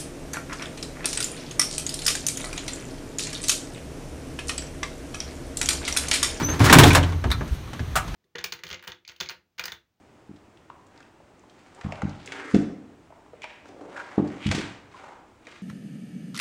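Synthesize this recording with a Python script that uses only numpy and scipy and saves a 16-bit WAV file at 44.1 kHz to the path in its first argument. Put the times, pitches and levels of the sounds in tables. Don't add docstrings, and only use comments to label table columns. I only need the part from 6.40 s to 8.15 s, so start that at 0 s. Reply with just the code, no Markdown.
import sys
import numpy as np
from scipy import signal
from scipy.fft import rfft, irfft
from scipy.io import wavfile
from scipy.ndimage import uniform_filter1d

SR = 44100
rng = np.random.default_rng(int(sys.argv[2]) if len(sys.argv) > 2 else 0)


def generate_wav(signal):
    frames = np.transpose(np.atleast_2d(signal))
    scaled = np.clip(frames, -1, 1) * 32767
    pcm = np.round(scaled).astype(np.int16)
    wavfile.write(sys.argv[1], SR, pcm)


N = 77175

# frequency in Hz, relative dB.
HUSH_COLOUR = [(20, -29), (45, 4), (85, -1), (150, 0), (210, -12.5), (280, -10.5), (550, -21.5),
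               (1200, -21.5), (2500, -27), (4100, -29), (5000, -36), (6200, -30.5), (7500, -41.5),
               (9300, -38), (10400, -46), (12500, -40.5), (15500, -48)]
SCRAPE_COLOUR = [(60, -18), (280, 13), (550, -4), (950, 3), (1400, 2), (1900, -1), (2600, -8), (4200, -10),
                 (7000, -16), (11000, -24.5), (15500, -30)]
HISS_COLOUR = [(1500, 1), (4200, 4), (8500, -2.5), (10500, -5), (15500, -8)]
# time in seconds, level in dB.
HUSH_LEVEL = [(0, -29.5), (.7, -36), (1.05, -34.5), (1.27, -36.5), (1.5, -35), (1.75, -32.5)]
SCRAPE_LEVEL = [(0, -27), (.03, -29), (.075, -47), (.14, -28), (.186, -41.5), (.203, -20.5), (.24, -22.5),
                (.252, -23), (.268, -16), (.292, -18), (.42, -15.5), (.485, -24), (.525, -29), (.58, -19),
                (.605, -44), (.7, -36.5), (.82, -77)]
# frequency in Hz, relative dB, seconds to fade.
HALL_RING = [(149, -6, 0.81), (372, 9, 0.22), (1180, -3.5, 0.34), (5170, -2, 0.22), (15000, -5.5, 0.22)]
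WOOD_RING = [(70.3, 1, 0.99), (295, 9, 0.19), (645, 1.5, 0.13), (1270, -2.5, 0.15), (1490, -2, 0.046),
             (2750, -14, 0.14), (5000, -19, 0.044), (8700, -35, 0.095), (15000, -57, 0.073)]
METAL_RING = [(600, -12, 0.093), (1250, 3, 0.11), (2500, -1.5, 0.11), (2750, -23, 0.061), (3800, 6, 0.089),
              (5160, -11, 0.095), (9500, -17, 0.07), (15500, -23, .065)]
LATCH_RING = [(126, -7, 0.16), (470, -33, 0.095), (690, 1, 0.14), (1050, -8.5, 0.23), (1197, 3.5, 0.21),
              (1450, 4.5, 0.077), (1800, -5, 0.14), (2580, -10, 0.17), (3900, -11.5, 0.088),
              (8700, -15, 0.13), (10900, -22, 0.12), (15700, -23, 0.1)]
DOOR_RING = [(60.6, -41, 0.13), (276, -3, 0.41), (520, -2.5, 0.32), (960, 0, 0.17), (1840, -2.5, 0.16),
             (4100, -6, 0.13), (4900, -11, 0.11), (5240, -8.5, 0.11), (9900, -10.5, 0.084),
             (10400, -17.5, 0.1), (15500, -16.5, 0.11)]
# pitch in Hz, relative dB, seconds to fade.
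FLOOR_TONES = [(81.4, 7.5, 0.16), (104.2, 10, 0.081), (146.6, -12.5, 0.39)]
WOOD_TONES = [(242, -4.5, 0.22), (880, -16.5, 0.17), (1612, -10.5, 0.069), (1681, -10, 0.07),
              (2090, -20, 0.046)]
METAL_TONES = [(1320, -11, 0.17), (3780, 3, 0.022), (4040, -7, 0.14), (5350, -25, 0.046),
               (7900, -33, 0.055), (9330, -21, 0.067), (9250, -17, 0.066), (10300, -27, .07),
               (11500, -17, 0.06), (13130, -22, 0.078), (13430, -21, 0.07)]
LATCH_TONES = [(694, -16, 0.094), (758, -17, 0.15), (1200, -15, 0.25), (1310, -8, 0.12), (1477, -1.5, 0.12),
               (1640, -16.5, 0.16)]
LOOSE_PART_TONES = [(587.4, -34, 0.27), (717, -20.5, 0.44), (868, -24, 0.32), (974, -14.5, 0.17),
                    (1057.4, -8.5, 0.098), (1527, -11.5, 0.17), (1840, -22.5, 0.18), (2264, -13, 0.13),
                    (3480, -18.5, 0.094), (5770, -16, 0.057)]
PANEL_TONES = [(43.3, -15.5, 1), (86, -1, 0.75), (105, -3.5, 0.4), (133.7, 0.5, 0.39), (160.1, 2, 0.34),
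               (261.5, -5, 0.35), (284.4, 0.5, 0.31), (352, -6.5, 0.23), (446.4, -12.5, 0.25)]
# start in seconds, level in
# dB.
STEPS = [(0.031, -25), (0.746, -24), (0.854, -17.5), (0.946, -23.5), (.975, -22), (1.404, -22),
         (1.475, -25)]
CLINKS = [(0.9154, -20)]
THUDS = [(.358, -5.5)]
# start in seconds, level in dB, added brightness in dB per octave.
TAPS = [(0.8406, -22, 1.35), (0.9036, -29.5, 6.5), (1.0096, -24.5, -1.1), (1.078, -43.5, 11),
        (1.275, -41, 3), (1.332, -33.5, 5), (1.394, -31, 3), (1.678, -36.5, 7), (1.742, -36, 5.5)]
LATCH_HITS = [(1.5557, -21, 2.8), (1.5605, -17, -0.5), (1.571, -23.5, 0)]
# start and length in seconds, pitch in Hz, level in dB.
BUMPS = [(0.018, 0.071, 55, -45), (0.45, 0.06, 49, -33), (0.881, 0.05, 65.7, -15.5),
         (1.108, 0.0365, 63, -15.5), (1.526, 0.055, 57, -26)]
PEEPS = [(0.196, .042, 11100, -42)]
# start and length in seconds, level in dB.
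HISSES = [(0.194, 0.0041, -30.5), (0.238, 0.033, -22.5), (0.453, 0.056, -26.5), (1.102, 0.076, -49)]
# time in seconds, pitch in Hz, relative level in dB.
SQUEAK = [(.025, 5860, -46), (.033, 5915, -32), (.052, 6070, -23.5), (.06, 6100, -25.5), (.085, 6150, -38),
          (.103, 6256, -26.5), (.117, 6330, -26.5), (.13, 6335, -37), (.145, 6325, -54), (.186, 6325, -53)]
# start in seconds, rattle in dB, added brightness in dB per
# octave, treble limit in Hz, boom in dB, pitch of the struck part in Hz, its level in dB.
KNOCKS = [(0.014, -35.5, -2, 5940, -24.5, 299, -22), (0.086, -27.5, -3.3, 13000, -28, 316, -20.5),
          (0.203, -20, -4.5, 9000, -15, 103.6, -3), (0.2974, -12, 0, 7100, -16.5, 1906, -10),
          (0.327, -2.5, 0.5, 16000, -10, 1550, -7.5), (0.3856, -4.5, 0.9, 16000, -7.5, 1005, -8),
          (0.4349, -8.5, -1, 16000, -10, 3397, -13), (0.5045, -14.5, 4, 5250, -44, 2277, -15),
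          (0.5317, -20, 1.5, 13000, -46, 3280, -27), (.5497, -9, -0.1, 12600, -17.5, 1069, -20.5),
          (0.629, -25.5, 1.5, 5500, -40, 3050, -30), (0.7226, -35, -1.5, 7000, -32, 1043, -40)]

RING_SAMPLES = int(0.8 * SR)
PITCH_WOBBLE = 0.005


def amp(db):
    return 10 ** (np.asarray(db) / 20)


def unit(x):
    return x / np.sqrt(np.mean(x ** 2) + 1e-20)


def curve(points, column=1):
    rows = np.array(points)
    return np.interp(np.arange(N) / SR, rows[:, 0], rows[:, column])


def add(mix, start, sound):
    part = mix[max(round(start * SR), 0):][:len(sound)]
    part += sound[:len(part)]


def colour(x, points, tilt_db=0):
    rows = np.array(points)
    octave = np.log2(np.fft.rfftfreq(len(x), 1 / SR) + 1)
    db = np.interp(octave, np.log2(rows[:, 0]), rows[:, 1])
    db += tilt_db * np.maximum(octave, np.log2(rows[0, 0]))
    return unit(irfft(rfft(x) * amp(db) * (octave > 4), len(x)))


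def wander(size):
    return unit(uniform_filter1d(uniform_filter1d(rng.standard_normal(N), size), size))


def arch(seconds):
    return np.sin(np.pi * np.arange(0, seconds, 1 / SR) / seconds)


def soften(x, rise_s):
    return x * (1 - np.exp(-np.arange(len(x)) / SR / rise_s))


def fade(seconds):
    return 1000 ** (-np.arange(RING_SAMPLES) / SR / seconds)


def tones(table):
    t = np.arange(RING_SAMPLES) / SR
    return sum(amp(db) * fade(life) * np.sin(2 * np.pi * hz * t) for hz, db, life in table)


def ring(table, tilt_db=0):
    spectrum = rfft(colour(rng.choice([-1., 1.], RING_SAMPLES), table, tilt_db))
    octave = np.log2(np.fft.rfftfreq(RING_SAMPLES, 1 / SR) + 1)
    hz, _, lives = np.transpose(table)
    out = np.zeros(RING_SAMPLES)
    for pick, life in zip(np.eye(len(hz)), lives):
        band = np.interp(octave, np.log2(hz), pick)
        out += irfft(spectrum * band) * fade(life)
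    return soften(out, rise_s=0.00015)


def hush():
    return amp(curve(HUSH_LEVEL)) * colour(rng.standard_normal(N), HUSH_COLOUR)


def hall_echo(sound, level_db=-17):
    echo = ring(HALL_RING)
    return amp(level_db) * signal.fftconvolve(sound, echo / np.linalg.norm(echo))


def low_bumps():
    out = np.zeros(N)
    for start, length, hz, db in BUMPS:
        from_middle = np.arange(0, length, 1 / SR) - length / 2
        add(out, start, -amp(db) * arch(length) * np.cos(2 * np.pi * hz * from_middle))
    return out


def steps():
    out = np.zeros(N)
    thud = soften(tones(FLOOR_TONES), rise_s=0.014)
    for start, db in STEPS:
        add(out, start, amp(db) * thud)
    return out


def taps_and_clink():
    out = np.zeros(N)
    for start, db, tilt_db in TAPS:
        add(out, start, amp(db) * (ring(WOOD_RING, tilt_db) + tones(WOOD_TONES)))
    for start, db in CLINKS:
        add(out, start, amp(db) * (ring(METAL_RING) + tones(METAL_TONES)))
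    return out


def latch():
    out = np.zeros(N)
    for start, db, tilt_db in LATCH_HITS:
        add(out, start, amp(db) * (ring(LATCH_RING, tilt_db) + tones(LATCH_TONES)))
    return out


def handle_squeak(octave_db=-18.5, echo_s=0.0085, echo_db=-9):
    t = np.arange(N) / SR
    pitch = curve(SQUEAK) * (1 + PITCH_WOBBLE * wander(size=60))
    phase = 2 * np.pi * np.cumsum(pitch) / SR
    flicker_db = 1.2 * wander(size=150)
    rubbing = (t > SQUEAK[0][0]) & (t < SQUEAK[-1][0])
    level = 1.218 * amp(curve(SQUEAK, 2) + flicker_db) * rubbing
    out = level * (np.sin(phase) + amp(octave_db) * np.sin(2 * phase))
    add(out, echo_s, amp(echo_db) * out)
    return out


def seal_peep():
    out = np.zeros(N)
    for start, length, hz, db in PEEPS:
        swell = arch(length)
        pitch = hz * (1 + PITCH_WOBBLE * wander(size=60)[:len(swell)])
        add(out, start, amp(db) * swell * np.sin(2 * np.pi * np.cumsum(pitch) / SR))
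    return out


def seal_scrape(slips_per_s=1200, slip_share=0.39):
    slips = (rng.random(N) < slips_per_s / SR) * rng.choice([-1, 1], N)
    friction = slip_share * unit(slips) + (1 - slip_share) * rng.standard_normal(N)
    hiss_level = np.zeros(N)
    for start, length, db in HISSES:
        add(hiss_level, start, amp(db) * arch(length))
    scrape = amp(curve(SCRAPE_LEVEL)) * colour(friction, SCRAPE_COLOUR)
    return scrape + hiss_level * colour(friction, HISS_COLOUR)


def clack(hz, count=12, spread=0.1):
    t = np.arange(RING_SAMPLES) / SR
    pitches = hz * (1 + spread * rng.uniform(-0.96, 1, (count, 1)))
    bunch = np.sin(2 * np.pi * (pitches * t + rng.random((count, 1)))).sum(0)
    life = 0.075 * (1000 / hz) ** 0.23
    level = soften(fade(life), rise_s=0.85 / hz)
    return unit(bunch * level) * np.sqrt(np.mean(level ** 2))


def rattle(tilt_db, treble_hz, chatter_db=2.2, detune=0.008, spread_db=2.5):
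    crack = ring(DOOR_RING, tilt_db)
    bounce_db = chatter_db * soften(wander(size=40), rise_s=0.005)
    grains = crack * unit(amp(bounce_db))[:len(crack)]
    parts = [(hz * (1 + detune * rng.standard_normal()), db + spread_db * rng.standard_normal(), life)
             for hz, db, life in LOOSE_PART_TONES]
    muffle = signal.butter(2, treble_hz, fs=SR, output="sos")
    return signal.sosfilt(muffle, grains + tones(parts))


def boom(spread=0.022):
    top_hz = PANEL_TONES[-1][0]
    shifted = [(hz * (1 + spread * hz / top_hz * rng.standard_normal()), db, life)
               for hz, db, life in PANEL_TONES]
    return soften(tones(shifted), rise_s=0.016)


def door_judder():
    out = np.zeros(N)
    for start, rattle_db, tilt_db, treble_hz, boom_db, clack_hz, clack_db in KNOCKS:
        add(out, start, amp(rattle_db) * rattle(tilt_db, treble_hz))
        add(out, start, amp(boom_db) * boom())
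        add(out, start, amp(clack_db) * clack(clack_hz))
    for start, db in THUDS:
        add(out, start, amp(db) * boom())
    return out


def scene():
    out = handle_squeak() + seal_peep() + seal_scrape() + door_judder() + taps_and_clink() + latch()
    add(out, start=0.012, sound=hall_echo(out))
    return (out + steps() + low_bumps() + hush())[None]


def record(dry):
    overloaded = np.clip(dry, -1, 1)
    treble_cut = signal.firwin(401, cutoff=15900, window=("kaiser", 8), fs=SR)
    return signal.oaconvolve(overloaded, treble_cut[None], "same")


dry = scene()
out = record(dry)
generate_wav(out)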